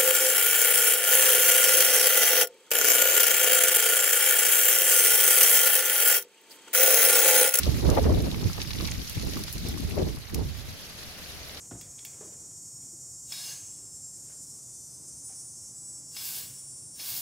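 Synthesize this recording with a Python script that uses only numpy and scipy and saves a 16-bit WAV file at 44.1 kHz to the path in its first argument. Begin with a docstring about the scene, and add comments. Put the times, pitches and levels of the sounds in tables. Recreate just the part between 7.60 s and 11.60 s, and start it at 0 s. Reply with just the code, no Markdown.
"""Trees hiss and roar, dry leaves skitter close by; wind rumbles, flutters and thumps, then dies away.
Trees: noise for the foliage over low noise for the crowns. Leaves: clumped crackles and single
ticks, both short filtered noise bursts, with a faint scatter from the yard.
Wind on the two microphone ports: low noise per port, brightening eddies and a few large shoves."""
import sys
import numpy as np
from scipy import signal
from scipy.fft import rfft, irfft
from scipy.io import wavfile
from scipy.ndimage import uniform_filter1d

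SR = 44100
rng = np.random.default_rng(int(sys.argv[2]) if len(sys.argv) > 2 else 0)


def transcribe(u):
    """Save the signal u as a 16-bit wav file named by the first command-line argument.

    u: samples, shape (n,) or (channels, n), limited to [-1, 1]; the rate is SR.
    q: integer samples, one column per channel.
    """
    v = np.clip(np.atleast_2d(u).T, -1, 1)
    q = np.round(v * 32767).astype(np.int16)
    wavfile.write(sys.argv[1], SR, q)


N = 176400
HZ = np.fft.rfftfreq(N, 1 / SR)

# colour of dry leaves as heard through the microphone: (frequency [Hz], relative level [dB])
LEAF_COLOUR = [(200, -30), (800, 16), (1500, -5), (2400, 0), (3200, -3.5), (4100, 0), (5500, 0), (6700, -5),
               (7900, -13.5), (9000, -10), (10500, -5.5), (12200, -6.5), (13500, -5), (16000, -13.5)]
# colour of wind pressure on a port: (frequency [Hz], relative level [dB])
PRESSURE_COLOUR = [(15, -20), (30, -11.5), (50, 1.5), (80, 3), (125, -4), (160, -5), (210, -14),
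                   (300, -18.5), (600, -31), (2000, -101)]


def amp(db):
    """Decibels to gain."""
    return 10 ** (np.asarray(db) / 20)


def unit(x):
    """Scales to rms 1."""
    return x / np.sqrt(np.mean(x ** 2) + 1e-20)


def curve(points, t=np.arange(N) / SR):
    """Reads a control curve in time."""
    return np.interp(t, *np.transpose(points))


def read(points, hz):
    """Reads a spectrum on a log-frequency axis."""
    f, value = np.transpose(points)
    return np.interp(np.log(hz + 1), np.log(f + 1), value)


def colour(x, spectrum):
    """Filters by a spectrum."""
    return irfft(rfft(x) * amp(read(spectrum, HZ)), N)


def drift(corner_hz):
    """Smooth random control of rms 1, rolling off around the corner."""
    lowpass = (HZ > 1) / (1 + (HZ / corner_hz) ** 4)
    return unit(irfft(rfft(rng.standard_normal(N)) * lowpass, N))


def add(mix, start_s, sound):
    """Adds a stereo sound at a time."""
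    part = mix[:, max(round(start_s * SR), 0):][:, :sound.shape[1]]
    part += sound[:, :part.shape[1]]


def foliage_hiss(uneven_db=2.3, flicker_db=1.3):
    """Countless far leaves merge into a steady, slightly uneven hiss."""
    # (time [s], level [dB])
    hiss_level = [(0, -37), (.4, -42.5), (1, -42), (1.8, -40.5), (2.3, -43), (2.65, -47.5), (3.05, -44.5),
                  (3.5, -43.5), (4, -44)]
    # as heard through the microphone: (frequency [Hz], relative level [dB])
    hiss_colour = [(200, 6), (700, -20), (1400, -6.5), (2200, -2.5), (3200, -1), (4100, 2), (5300, 0.5),
                   (6600, -3), (7900, -11), (9000, -9.5), (10500, -5.5), (12000, -4.5), (13500, -11),
                   (16000, -17)]
    _, _, z = signal.stft(rng.standard_normal((2, N)), SR, nperseg=256)
    uneven = uniform_filter1d(rng.standard_normal(z.shape[1:]), size=4, axis=0)
    uneven = unit(uniform_filter1d(uneven, size=4, axis=1))
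    hiss = signal.istft(z * amp(uneven_db * uneven), SR, nperseg=256)[1][:, :N]
    return unit(colour(hiss, hiss_colour)) * amp(curve(hiss_level) + flicker_db * drift(23))


def crown_roar():
    """The far crowns roar: low noise, more alike left and right in the bass."""
    # (time [s], level [dB])
    roar_level = [(0, -52), (2.6, -53), (3.1, -50), (4, -47.5)]
    # (frequency [Hz], relative level [dB])
    roar_colour = [(20, -9), (80, 7.5), (170, -3), (300, -0.5), (600, -1), (1000, -7.5), (1600, -5),
                   (3000, -7), (8000, -56)]
    # (frequency [Hz], left-right likeness [0-1])
    likeness = [(60, 1), (290, 0.94), (640, 0.8), (1400, 0.26), (3000, 0.27)]
    left, other = rfft(rng.standard_normal((2, N)))
    same = np.clip(read(likeness, HZ), -1, 1)
    right = same * left + np.sqrt(1 - same ** 2) * other
    roar = colour(irfft([left, right], N), roar_colour)
    return unit(roar) * amp(curve(roar_level))


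def rumble(level, gain_db, lumps_db, steady=.65):
    """Low wind noise on one port, partly evened out, then made lumpy."""
    push = unit(colour(rng.standard_normal(N), PRESSURE_COLOUR))
    power = uniform_filter1d(push ** 2, size=2200) + 1e-6
    evened = push / power ** (steady / 2)
    return unit(evened * amp(lumps_db * drift(24.3))) * amp(curve(level) + gain_db)


def port_rumble():
    """Low wind noise, independent at each port; the recorder's wind suppression makes the left drop out."""
    # dropouts included: (time [s], level before gain [dB])
    left_level = [(0.0, -67), (0.09, -19), (0.11, -53), (0.15, -17), (0.22, -72), (0.29, -26), (0.37, -33),
                  (0.51, -14.5), (0.75, -37), (0.9, -24.5), (0.95, -59), (1.19, -67), (1.22, -46),
                  (1.4, -25), (1.52, -80), (1.57, -15), (1.64, -70), (1.77, -38), (1.86, -66),
                  (2.01, -27.5), (2.11, -29), (2.25, -31), (2.42, -24), (2.49, -36), (2.52, -66),
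                  (2.58, -27.5), (2.68, -75), (2.74, -52), (2.78, -58), (2.82, -28), (2.89, -30.5),
                  (2.96, -61), (3.09, -31), (3.26, -62), (3.49, -38.5), (3.54, -59), (3.76, -43),
                  (4.0, -54)]
    # (time [s], level before gain [dB])
    right_level = [(0.0, -30.5), (0.09, -17), (0.21, -24.5), (0.29, -8.5), (0.36, -24), (0.47, -16.5),
                   (0.59, -21.5), (0.65, -22), (0.73, -27.5), (0.87, -23.5), (0.94, -32), (1.17, -29),
                   (1.21, -24.5), (1.5, -38), (1.68, -27), (1.9, -36.5), (2.14, -30.5), (2.17, -58),
                   (2.25, -23.5), (2.36, -44), (2.43, -21.5), (2.68, -43.5), (2.77, -22), (3.15, -41),
                   (3.19, -56), (4.0, -52)]
    left = rumble(left_level, gain_db=-4.0, lumps_db=0.8)
    right = rumble(right_level, gain_db=-2.5, lumps_db=1.2)
    return np.array([left, right])


def buffet(steady=0.62, patchy_db=4.0):
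    """Eddies flutter on both ports, each with its own brightness; harder ones reach higher."""
    # force of the eddies: (time [s], level before gain [dB])
    force = [(0, -40.5), (.05, -43.5), (.08, -29.5), (.115, -39), (.22, -35.5), (.25, -29.5), (.315, -25.5),
             (.36, -31.5), (.382, -20), (.41, -33.5), (.47, -26), (.53, -29.5), (.62, -34.5), (.66, -32.5),
             (.72, -38), (.8, -39), (.855, -33), (.94, -50.5), (.98, -39), (1.08, -50.5), (1.2, -36),
             (1.245, -37), (1.3, -48.5), (1.41, -41), (1.49, -59), (1.6, -42.5), (1.68, -35.5), (1.72, -45),
             (1.765, -34.5), (1.85, -46), (1.92, -61), (1.96, -36.5), (2.02, -51), (2.065, -35.5),
             (2.12, -41.5), (2.22, -37), (2.26, -41.5), (2.35, -37.5), (2.4, -27), (2.44, -33.5),
             (2.475, -34), (2.52, -43), (2.57, -41.5), (2.63, -78), (2.7, -54), (2.735, -36.5),
             (2.81, -34.5), (2.94, -57), (3.2, -79), (4, -82)]
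    # at middling force: (frequency [Hz], relative level [dB])
    eddy_colour = [(30, -62), (100, -7), (170, 2), (320, 0), (480, -2), (700, -16), (1000, -20),
                   (1600, -30), (4000, -67), (12000, -95)]
    middling_db, octaves_per_db = -30.5, 0.07
    gain_db, left_db = 2, .8  # the right port gets -left_db
    flutter_db, flutter_hz, flutter_octaves = 3.1, 44.7, .2
    frames = dict(nperseg=512, noverlap=384)

    hz, t, z = signal.stft(rng.standard_normal((2, N)), SR, **frames)
    flutter = np.array([drift(flutter_hz), drift(flutter_hz)])
    frame_index = np.minimum(np.round(t * SR).astype(int), N - 1)
    eddies = flutter[:, None, frame_index]
    octaves_up = octaves_per_db * (curve(force, t) - middling_db) + flutter_octaves * eddies
    patches = uniform_filter1d(rng.standard_normal(z.shape), size=4, axis=1)
    patches = unit(uniform_filter1d(patches, size=7, axis=2))
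    shape = amp(read(eddy_colour, hz[:, None] / 2 ** octaves_up) + patchy_db * patches)
    shape /= np.linalg.norm(shape, axis=1, keepdims=True)  # brightness leaves frame power alone
    air = signal.istft(z * shape, SR, **frames)[1][:, :N]
    air = unit(air * amp(flutter_db * flutter))
    power = uniform_filter1d(air ** 2, size=1300) + 1e-6
    air = unit(air / power ** (steady / 2))
    return air * amp(curve(force) + gain_db + np.array([[left_db], [-left_db]]))


def snap(hz, ring_s, octaves, scrape_db, crack=0., size=1024):
    """A dry leaf is struck: a crack, a quick broad ring and a faint scrape, different at each port."""
    scrape_s = 0.0066
    t, f = np.arange(size) / SR, np.fft.rfftfreq(size, 1 / SR)
    decay = np.exp(-t / ring_s) + amp(scrape_db) * np.exp(-t / scrape_s)
    burst = rng.standard_normal((2, size)) * decay
    burst[:, 0] += crack
    shape = np.exp(-.5 * (np.log2((f + 1) / hz) / octaves) ** 2)
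    late = np.roll(burst, size // 64, axis=1)  # room for the filter's pre-ring
    return irfft(rfft(late) * shape)


def skitter(shared_db=3.8, scrape_db=-24, crack=1.7, count=56):
    """Tumbling leaves crackle in clumps, each with its own pitch and direction."""
    # (time [s], level [dB])
    skitter_level = [(0, -42.5), (.3, -42.5), (.42, -45), (.65, -46), (.92, -44.5), (1.01, -39.5),
                     (1.08, -45.5), (1.27, -40.5), (1.52, -49), (1.8, -42), (1.95, -54), (2.15, -45.5),
                     (2.6, -50), (3.1, -61.5), (4, -48)]
    crackles_per_s = 3000  # over all leaves
    size_spread_db, size_cap = 4.5, 5.6  # cap in multiples of the spread
    clump_db, clump_hz = 2.5, 44.4
    ring_median_s, width_octaves, max_delay_s = 0.0021, .33, .0004
    out = np.zeros((2, N))
    shared = shared_db * np.tanh(drift(clump_hz))
    for hz in np.geomspace(1200, 14000, count):
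        clumps = clump_db * np.tanh(drift(clump_hz)) + shared
        sizes_db = size_spread_db * np.minimum(rng.exponential(1, N), size_cap)
        struck = rng.random(N) < crackles_per_s / count / SR
        hits = amp(sizes_db + clumps) * struck
        ring_s = ring_median_s * np.exp2(rng.standard_normal() / 2)
        grain = unit(snap(hz, ring_s, width_octaves, scrape_db, crack)) * np.sqrt(hz)
        delay_s = rng.uniform(-1, 1) * max_delay_s
        grain[1] = np.roll(grain[1], round(delay_s * SR))
        out += signal.oaconvolve(hits[None], grain, axes=1)[:, :N]
    return unit(colour(out, LEAF_COLOUR)) * amp(curve(skitter_level))


def ticks(gain_db=0, crack=5.9):
    """The nearest leaves hit the paving one at a time."""
    # before leaf colour: (time [s], strength [dB], centre [Hz], ring [s])
    strikes = [(.0325, -3, 4600, 0.0016), (.3005, -1.5, 6940, .0015), (.443, -12.5, 1780, 0.0017),
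               (.603, -15.5, 4000, .0015), (.7445, -12, 2200, 0.00077), (.842, -13, 3980, 0.0023),
               (0.981, -16.5, 1390, 0.0027), (1.002, -10, 2610, 0.0047), (1.0163, -3, 3900, 0.0007),
               (1.025, -10, 5930, 0.0025), (1.1068, -8.5, 3030, 0.00089), (1.1325, -9.5, 3800, 0.0035),
               (1.247, -8.5, 4500, 0.0035), (1.274, -8, 4460, .0012), (1.3195, -9, 3140, 0.00066),
               (1.4965, -3, 11700, .001), (1.597, -12, 4340, 0.00086), (1.6245, -10.5, 5000, .001),
               (1.837, -4.5, 7200, .003), (1.8815, -13.5, 2300, 0.002), (1.9273, -2.5, 11000, .001),
               (1.9345, -5, 11200, 0.00045), (1.9812, -9.5, 6000, 0.00045), (2.086, -4.5, 10700, .002),
               (2.743, -5, 10100, 0.00091), (2.7452, -12.5, 3870, .002), (2.7461, -1, 10200, 0.00062)]
    width_octaves, scrape_db = 0.78, -3
    out = np.zeros((2, N))
    for start_s, db, hz, ring_s in strikes:
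        sound = snap(hz, ring_s, width_octaves, scrape_db, crack)
        sound /= np.linalg.norm(sound, axis=1, keepdims=True)
        add(out, start_s, amp(db + gain_db) * sound)
    return colour(out, LEAF_COLOUR)


def yard(x, size=8000):
    """Short, faint scatter from the ground and the sheds: a decaying noise tail."""
    scatter_db, t60_s = -24.5, 0.16
    tail = rng.standard_normal((2, size)) * amp(-60 * np.arange(size) / SR / t60_s)
    tail /= np.linalg.norm(tail[0])
    return x + amp(scatter_db) * signal.fftconvolve(x, tail, axes=1)[:, :N]


def thumps(gain_db=-4):
    """A large eddy shoves one port more than the other: a few lurches of pressure."""
    # (time [s], strength before gain [dB], pan [-1 left to 1 right])
    shoves = [(0.091, -14, .7), (0.287, -10.5, 0.75), (0.859, -14.5, 0.87), (1.575, -22.5, -0.2),
              (1.67, -20.5, 1), (2.43, -19, .3)]
    sigma_s = 0.009
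    out, t = np.zeros((2, N)), np.arange(N) / SR
    push = colour(rng.standard_normal(N), PRESSURE_COLOUR)
    for centre_s, db, pan in shoves:
        swell = np.exp(-.5 * ((t - centre_s) / sigma_s) ** 2)
        shove = push * swell
        shove *= np.linalg.norm(swell) / np.linalg.norm(shove)
        angle = (np.clip(pan, -1, 1) + 1) * np.pi / 4
        out += np.outer([np.cos(angle), np.sin(angle)], amp(db + gain_db) * shove)
    return out


def scene():
    """Trees, near leaves and wind on the microphone."""
    trees = foliage_hiss() + crown_roar()
    leaves = yard(skitter() + ticks())
    wind = port_rumble() + buffet() + thumps()
    return trees + leaves + wind


def record(dry):
    """The recorder's band limit: a linear-phase low-pass."""
    edge_hz = 15950
    lowpass = signal.firwin(511, edge_hz, window=("kaiser", 9), fs=SR)
    return signal.oaconvolve(dry, lowpass[None], "same")


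dry = scene()
out = record(dry)
transcribe(out)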